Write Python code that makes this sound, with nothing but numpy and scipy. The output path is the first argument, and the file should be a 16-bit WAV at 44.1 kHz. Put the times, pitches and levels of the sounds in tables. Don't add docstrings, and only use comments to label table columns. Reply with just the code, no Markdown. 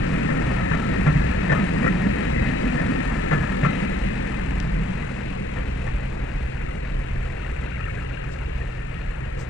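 import sys
import numpy as np
from scipy import signal
from scipy.fft import rfft, irfft, next_fast_len
from scipy.io import wavfile

SR = 44100
rng = np.random.default_rng(int(sys.argv[2]) if len(sys.argv) > 2 else 0)


def waveform_to_disk(signal):
    frames = np.transpose(np.atleast_2d(signal))
    scaled = np.clip(frames, -1, 1) * 32767
    samples = np.round(scaled).astype(np.int16)
    wavfile.write(sys.argv[1], SR, samples)


N = 418509
PADDED = next_fast_len(N)
TIME = np.arange(N) / SR
AGE = np.arange(SR // 4) / SR

# frequency in Hz, relative density in dB per Hz.
GROUND_SPECTRUM = [(6, -10), (15, -9.5), (30, -7), (50, -3.5), (75, -8), (100, -12), (160, -24.5)]
# time in seconds, level in dB before its slow surges.
GROUND_LEVEL = [(0, -24.5), (.8, -28), (2.2, -33.5), (3.2, -32.5), (4.6, -31.5), (5.5, -31), (7, -29),
                (8, -31.5), (9.49, -33)]
# time in seconds, level in dB.
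MURMUR_LEVEL = [(5, -67), (6.5, -60), (7.6, -60), (8.3, -56), (9.49, -44)]
# start in seconds, level in dB before the envelope, pitch in Hz.
ENGINE_KNOCKS = [(7.1608, -21, 1760), (7.3, -20, 1910), (7.4467, -18, 1860), (7.662, -19, 2650),
                 (7.7939, -25, 1920), (7.862, -17, 1830), (7.9076, -18.5, 1810), (8.1719, -19, 1620),
                 (8.6138, -21, 1830)]
# time in seconds, level in dB.
RATTLE_LEVEL = [(4.8, -60), (5.05, -47), (5.4, -56), (6.1, -52), (6.3, -43), (6.48, -48), (6.65, -38),
                (6.85, -49), (7.1, -46), (7.8, -36), (8.4, -41), (8.8, -45), (9.49, -47.5)]
# start in seconds, then the level in dB of each ring in TICK_RINGS.
TICKS = [(4.5092, -13, -26, -31, -36), (4.602, -20, -15, -15, -24), (5.305, -50, -45, -35, -35)]
# frequency in Hz, width in Hz.
TICK_RINGS = [(1900, 600), (3000, 900), (5500, 1500), (9500, 4000)]
# centre in seconds, level in dB, 1/e half-length in seconds.
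PUFFS = [(8.33, -50, 0.03), (9.41, -47.5, 0.035)]
# frequency in Hz, relative density in dB per Hz.
PUFF_SPECTRUM = [(2500, -3), (4500, 3), (8000, 0), (9800, -20), (15000, -20)]
# time in seconds, rate in Hz before a slight wavering.
CYCLE_RATE = [(0, 21.28), (6.9, 21.33), (7.7, 20.56), (9.49, 20.82)]
# multiple of the cycle rate, relative level in dB.
ENGINE_TONES = [(1, -5.5), (2, 3), (3, 0.5), (4, -6), (5, -28.5), (6, -0.5), (6.3, -7.5), (7, -9),
                (7.5, -9), (9.2, -19), (13.3, -20), (19, -22.5), (20.3, -19)]
# frequency in Hz, relative density in dB per Hz.
CLATTER_SPECTRUM = [(250, -4), (500, 4.5), (800, -7.5), (1200, -13), (1800, -5), (2650, -4), (3300, -17),
                    (4200, -19), (5000, -41), (5800, -27.5), (6500, -30), (7400, -26), (8200, -32.5),
                    (8900, -23), (9900, -39.5)]
# time in seconds, level in dB.
CLATTER_LEVEL = [(0, -30), (2.8, -30), (3.8, -30.5), (4.6, -33.5), (5.7, -34.5), (6.3, -37), (7.2, -36),
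                 (8.2, -37), (9.49, -38.5)]
# frequency in Hz, relative density in dB per Hz.
RUMBLE_SPECTRUM = [(60, -14.5), (110, -3.5), (140, -2.5), (190, -0.5), (270, -3.5), (310, -7), (350, -11),
                   (450, -20), (600, -25.5)]
# frequency in Hz, relative density in dB per Hz.
ROAR_SPECTRUM = [(300, -4), (500, 3.5), (800, 2), (1100, -1), (1700, 0), (2600, -4.5), (3300, -43.5),
                 (4500, -18.5), (6000, -26.5), (9000, -24.5)]
# time in seconds, pitch in Hz, level in dB before distance loss.
BOOM = [(0, 160, -33), (.7, 175, -31.5), (1.1, 190.3, -30.5), (1.9, 187, -27.5), (2.3, 205, -30.5),
        (2.6, 240, -32.5), (2.97, 264.5, -27.5), (3.25, 215, -52), (3.55, 190, -26), (4.1, 198.4, -24.5),
        (4.45, 190, -28.5), (4.75, 170, -19.5), (5.0, 200, -26), (5.6, 190, -28), (6.3, 190, -35),
        (9.49, 165, -27)]
# time in seconds, pitch in Hz, level in dB before distance loss.
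WHINE = [(0, 1804, -38), (.55, 1830, -38.5), (1.0, 1796, -40), (1.3, 1718, -40), (1.6, 1760, -39),
         (1.9, 1867, -41), (2.6, 1836, -38), (3.1, 1798, -39.5), (3.45, 1740, -37), (3.8, 1775, -39),
         (4.6, 1800, -38), (5.2, 1790, -49), (9.49, 1750, -56)]
# frequency in Hz, width in Hz of the first resonance, relative level in dB.
WHEEL_MODES = [(557, 165, -3.5), (951, 19, -6), (1335, 45, 0), (1260, 90, -9.5), (1705, 60, -2.5),
               (1788, 44, -3), (1860, 38, 0.5), (2028, 76, -0.5), (2537, 52, -2.5), (3145, 90, -20.5),
               (3880, 90, -19.5), (5830, 120, -28.5)]
# time in seconds, relative drive of low, middle and high modes in dB.
SINGING = [(0, 1, -2.5, -8), (.6, 3.5, 4, 0.5), (1.3, -1.5, 1.5, 0.5), (2.0, -2.5, 3, -2),
           (2.4, -6.5, 3, 5.5), (2.9, 0, 0, -5.5), (3.5, 4.5, 5.5, -8.5), (3.7, 7, 0, 7), (3.9, 4.5, -1, 6),
           (4.3, -3.5, 5, 4), (4.8, -20, -1.5, -6.5), (5.5, -12, -6, 2), (9.49, 7.5, 9.5, -3.5)]
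SINGING_SPLIT = [1500, 1950]
# start in seconds, drive in dB, clear ring pitch in Hz,
# clear ring level in dB, thump level in dB, length scale in seconds.
BLOWS = [(0.282, -25, 1797, -28, -22.5, 0.042), (0.712, -15.5, 1730, -29, -14, 0.01),
         (0.73, -21, 1317, -35, -18, 0.023), (1.063, -18.5, 1680, -23, -15.5, 0.013),
         (1.07, -24.5, 1320, -28, -14, 0.032), (1.1537, -40, 1810, -36, -10.5, 0.015),
         (1.4944, -19.5, 1790, -21, -19, 0.022), (1.516, -16.5, 1747, -13.5, -14.5, 0.018),
         (1.545, -23.5, 1267, -24.5, -33, 0.044), (1.825, -25, 1890, -24, -26, 0.014),
         (1.8412, -20, 1870, -21, -15, 0.013), (1.861, -19.5, 1335, -17, -23, 0.017),
         (1.868, -28, 1890, -18, -39, 0.018), (2.774, -26, 1770, -24, -32, 0.036),
         (3.31, -16, 1740, -20, -21, 0.014), (3.323, -19.5, 1730, -18, -17, 0.029),
         (3.372, -28.5, 1720, -23, -24, 0.016), (3.404, -31, 1730, -30, -21, 0.016),
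         (3.433, -25, 1676, -23, -30, 0.012), (3.63, -21, 1800, -22, -12, 0.014),
         (3.646, -18.5, 1335, -15.5, -14.5, 0.019), (3.665, -29, 1335, -32, -17, 0.013),
         (3.69, -32, 2060, -26.5, -29, 0.02), (5.019, -31, 2000, -30.5, -32, 0.025),
         (5.558, -31, 1810, -36, -28.5, 0.029), (5.865, -28, 1823, -36, -44, 0.032)]
# frequency in Hz, left over right in dB.
SHADOW = [(60, -0.5), (110, -0.5), (190, -1.0), (320, 0.5), (570, 5.0), (1000, 10.0), (1760, 15.0),
          (3090, 17.0), (5430, 17.5), (9530, 22.0)]
# frequency in Hz, lag in radians.
PHASE_LAG = [(0, 0), (100, .3), (200, .82), (430, 2.1), (1720, 7.1), (2930, 10.6), (4390, 16.2),
             (6120, 21.1), (7240, 25.3), (9730, 33.1)]
# frequency in Hz, amplitude share from 0 to 1.
DIRECT_SHARE = [(60, 1), (120, .995), (300, .96), (600, .94), (1000, .77), (2000, .89), (3000, .73),
                (4500, .48), (9000, .38)]

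GROUND_SURGE_DB = 1.74
MURMUR_LOW_HZ, MURMUR_HIGH_HZ = 360, 620
KNOCK_WIDTH_HZ, KNOCK_ONSET_S = 91, 0.0016
RATTLE_PER_S = 300
TICK_TOP_HZ = 13000
TONES_DB = -30.5
LAST_COACH_S, RECEDE_PER_S = 2.58, 0.94
RUMBLE_DB, RUMBLE_FOLLOWS = -26.5, 1.14
ROAR_DB, ROAR_FOLLOWS = -30.5, 0.66
SING_DB, SING_FOLLOWS = -31.5, 1
BOOM_FOLLOWS, WHINE_FOLLOWS = 1.13, 1
CLANK_DB, DULL_DB, SPIT_DB, BODY_DB = 9.5, 8, -24.5, 7
BODY_HZ, BODY_WIDTH_HZ = 490, 225
THUMP_HZ = 149.3
RING_ROUGH = .2
PORT_TOP_HZ, CUTOFF_HZ = 9550, 15700
SELF_NOISE_DB = np.array([[-75.5], [-81]])
TINY = 1e-18


def from_db(db):
    return np.exp(np.asarray(db) * (np.log(10) / 20))


def rms_one(x):
    return x / np.sqrt(np.mean(x ** 2) + 1e-20)


def in_time(rows):
    s, *columns = np.transpose(rows)
    return [np.interp(TIME, s, column) for column in columns]


def at_hz(points, hz):
    known_hz, values = np.transpose(points)
    return np.interp(np.log(hz), np.log(known_hz), values)


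def spectrum_hz():
    return np.maximum(np.fft.rfftfreq(PADDED, 1 / SR), 1)


def butter(x, order, hz, kind="low"):
    return signal.sosfilt(signal.butter(order, hz, kind, fs=SR, output="sos"), x)


def drift(rate):
    step = 40
    r = np.exp(-2 * np.pi * step * rate / SR)
    noise = rng.standard_normal(N // step + 2002)
    slow = signal.lfilter([1], [1, -2 * r, r * r], noise)[2000:]
    return np.interp(np.arange(N) / step, np.arange(len(slow)), rms_one(slow))


def resonance(x, hz, width_hz):
    r = np.exp(-np.pi * width_hz / SR)
    poles = [1, -2 * r * np.cos(2 * np.pi * hz / SR), r * r]
    return signal.lfilter([(1 - r * r) / 2, 0, (r * r - 1) / 2], poles, x)


def coloured(spectrum, patchy_db, rate):
    hz = spectrum_hz()
    low, high = spectrum[0][0], spectrum[-1][0]
    skirts = 1 / (1 + (low / hz) ** 4) / (1 + (hz / high) ** 8)
    noise = rfft(rng.standard_normal(PADDED)) * from_db(at_hz(spectrum, hz)) * skirts
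    last = int(1.2 * np.log2(high / low))
    place = np.clip(1.2 * np.log2(hz / low), 0, last)
    together, out = drift(rate / 4), 0
    for k in range(last + 1):
        band = irfft(noise * np.clip(1 - abs(place - k), 0, 1), PADDED)[:N]
        out = out + band * from_db(patchy_db * (.3 * together + drift(rate)))
    return rms_one(out)


def gliding(hz, rate):
    turn = 2 * np.pi * np.cumsum(hz) / SR
    return rms_one(drift(rate) * np.cos(turn) + drift(rate) * np.sin(turn))


def swell(length):
    return np.e * 2 * AGE / length * np.exp(-2 * AGE / length)


def burst(length):
    return (1 - np.exp(-11 * AGE / length)) * np.exp(-np.minimum(.8 * AGE / length, 5) ** 2)


def add(track, s, sound):
    part = track[round(s * SR):][:len(sound)]
    part += sound[:len(part)]


def ground():
    level_db = in_time(GROUND_LEVEL)[0] + GROUND_SURGE_DB * drift(1.0)
    return from_db(level_db) * coloured(GROUND_SPECTRUM, patchy_db=3.5, rate=3.1)


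def murmur():
    spectrum = [(MURMUR_LOW_HZ, 0), (MURMUR_HIGH_HZ, -2)]
    return from_db(in_time(MURMUR_LEVEL)[0]) * coloured(spectrum, patchy_db=4.0, rate=5.6)


def ticks():
    out, age = np.zeros(N), AGE[:400]
    for s, *rings_db in TICKS:
        for k, (db, (hz, width)) in enumerate(zip(rings_db, TICK_RINGS)):
            ring = np.exp(-np.pi * width * age) * np.sin(2 * np.pi * hz * age)
            add(out, s, (-1) ** k * from_db(db) * ring)
    return butter(out + TINY, 8, TICK_TOP_HZ)


def puffs():
    envelope = np.zeros(N)
    for s, db, length in PUFFS:
        envelope += from_db(db) * np.exp(-((TIME - s) / length) ** 2)
    return coloured(PUFF_SPECTRUM, patchy_db=2.0, rate=30.0) * envelope


def engine_knocks():
    out, age = np.zeros(N), AGE[:2000]
    decay = np.exp(-np.pi * KNOCK_WIDTH_HZ * age) * (1 - np.exp(-age / KNOCK_ONSET_S))
    for s, db, hz in ENGINE_KNOCKS:
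        add(out, s, from_db(db) * decay * np.sin(2 * np.pi * hz * age))
    return out


def fine_rattle():
    happens = rng.random(N) < RATTLE_PER_S / SR
    strength = from_db(3 * np.minimum(rng.exponential(1, N), 3))
    struck = happens * strength * np.sign(rng.random(N) - .5)
    dealt, fine = rng.integers(0, 8, N), 0
    for k, hz in enumerate(np.geomspace(1300, 2750, 8)):
        fine = fine + resonance(resonance(struck * (dealt == k) + TINY, hz, 87), hz, 300)
    return from_db(in_time(RATTLE_LEVEL)[0]) * rms_one(fine)


def engine():
    cycle_hz, = in_time(CYCLE_RATE)
    phase = 2 * np.pi * np.cumsum(cycle_hz * (1 + 0.0017 * drift(1.0))) / SR
    tones = 0
    for k, db in ENGINE_TONES:
        tones = tones + from_db(db + 2.83 * drift(2.4)) * np.sin(k * phase + rng.uniform(0, 2 * np.pi))
    beat_db = 2.8 * np.cos(2 * phase) + 1.9 * np.cos(4 * phase + 1.2) + 1.2 * np.cos(phase + .7)
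    clatter = coloured(CLATTER_SPECTRUM, patchy_db=1.0, rate=7.7)
    bright = signal.sosfiltfilt(signal.butter(3, 6500, "high", fs=SR, output="sos"), clatter)
    throbbing = (clatter - bright) * from_db(0.46 * beat_db) + bright * from_db(beat_db)
    clatter_gain = from_db(in_time(CLATTER_LEVEL)[0])
    return from_db(TONES_DB) * rms_one(tones) + clatter_gain * rms_one(throbbing)


def fading():
    gone = RECEDE_PER_S * np.maximum(TIME - LAST_COACH_S, 0)
    return -10 * np.log10(1 + gone ** 2)


def wheel_ring(force, couplings):
    out = 0
    for k, (hz, width, db) in enumerate(WHEEL_MODES):
        first = resonance(force * couplings[k] + TINY, hz, width)
        out = out + from_db(db) * (-1) ** k * resonance(first, hz, 2.2 * width)
    return out


def singing():
    groups_db = in_time(SINGING)
    couplings = []
    for hz, _, _ in WHEEL_MODES:
        group = np.searchsorted(SINGING_SPLIT, hz)
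        couplings.append(from_db(groups_db[group] + 2 * drift(5)))
    return rms_one(wheel_ring(rng.standard_normal(N), couplings))


def rolling():
    boom_hz, boom_db = in_time(BOOM)
    whine_hz, whine_db = in_time(WHINE)
    layers = [
        (RUMBLE_DB, RUMBLE_FOLLOWS, coloured(RUMBLE_SPECTRUM, patchy_db=0.5, rate=5.5)),
        (boom_db, BOOM_FOLLOWS, gliding(boom_hz, 20)),
        (ROAR_DB, ROAR_FOLLOWS, coloured(ROAR_SPECTRUM, patchy_db=1.2, rate=21.0)),
        (SING_DB, SING_FOLLOWS, singing()),
        (whine_db, WHINE_FOLLOWS, gliding(whine_hz, 25))]
    loss_db = fading()
    return sum(from_db(db + follows * loss_db) * sound for db, follows, sound in layers)


def joints():
    rattle = rng.standard_normal(N) * from_db(1.46 * drift(120))
    couplings = np.zeros((len(WHEEL_MODES), N))
    blows, thump, rings = np.zeros((3, N))
    for s, db, ring_hz, ring_db, thump_db, length in BLOWS:
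        envelope = burst(length)
        add(blows, s, from_db(db) * envelope)
        add(thump, s, from_db(thump_db) * swell(0.98 * length) * np.sin(2 * np.pi * THUMP_HZ * AGE))
        add(rings, s, from_db(ring_db) * envelope * np.sin(2 * np.pi * ring_hz * AGE))
        for coupling, (hz, _, _) in zip(couplings, WHEEL_MODES):
            favour_db = 3 * np.exp(-(np.log(hz / ring_hz) / .05) ** 2)
            add(coupling, s, from_db(db + favour_db) * envelope)
    force = blows * rattle + TINY
    clank = wheel_ring(rattle, couplings)
    dull_knock = butter(butter(force, 1, [700, 2000], "band"), 4, 2400)
    spit = butter(force, 2, [4500, 8000], "band")
    body = resonance(resonance(force, BODY_HZ, BODY_WIDTH_HZ), BODY_HZ, 2 * BODY_WIDTH_HZ)
    clear = rings * (1 + RING_ROUGH * drift(70)) / np.hypot(1, RING_ROUGH)
    struck = from_db(CLANK_DB) * clank + from_db(DULL_DB) * dull_knock
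    return struck + from_db(SPIT_DB) * spit + from_db(BODY_DB) * body + thump + clear


def shadowed_port(left):
    hz = spectrum_hz()
    dull = rfft(left, PADDED) * from_db(-at_hz(SHADOW, hz))
    share = np.clip(at_hz(DIRECT_SHARE, hz), 0, 1)
    lag = np.interp(hz, *np.transpose(PHASE_LAG))
    direct = irfft(dull * share * np.exp(-1j * lag), PADDED)[:N]
    indirect = irfft(dull * np.sqrt(1 - share ** 2), PADDED)
    scattered = signal.hilbert(indirect)[:N] * np.exp(3j * drift(4))
    return direct + scattered.real


def scene():
    airborne = ground() + murmur() + engine_knocks() + fine_rattle() + engine() + rolling() + joints()
    left = butter(airborne, 20, PORT_TOP_HZ) + ticks() + puffs()
    return np.array([left, shadowed_port(left)])


def record(dry):
    noisy = dry + from_db(SELF_NOISE_DB) * rng.standard_normal(dry.shape)
    return signal.sosfilt(signal.cheby2(20, 40, CUTOFF_HZ, fs=SR, output="sos"), noisy)


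dry = scene()
out = record(dry)
waveform_to_disk(out)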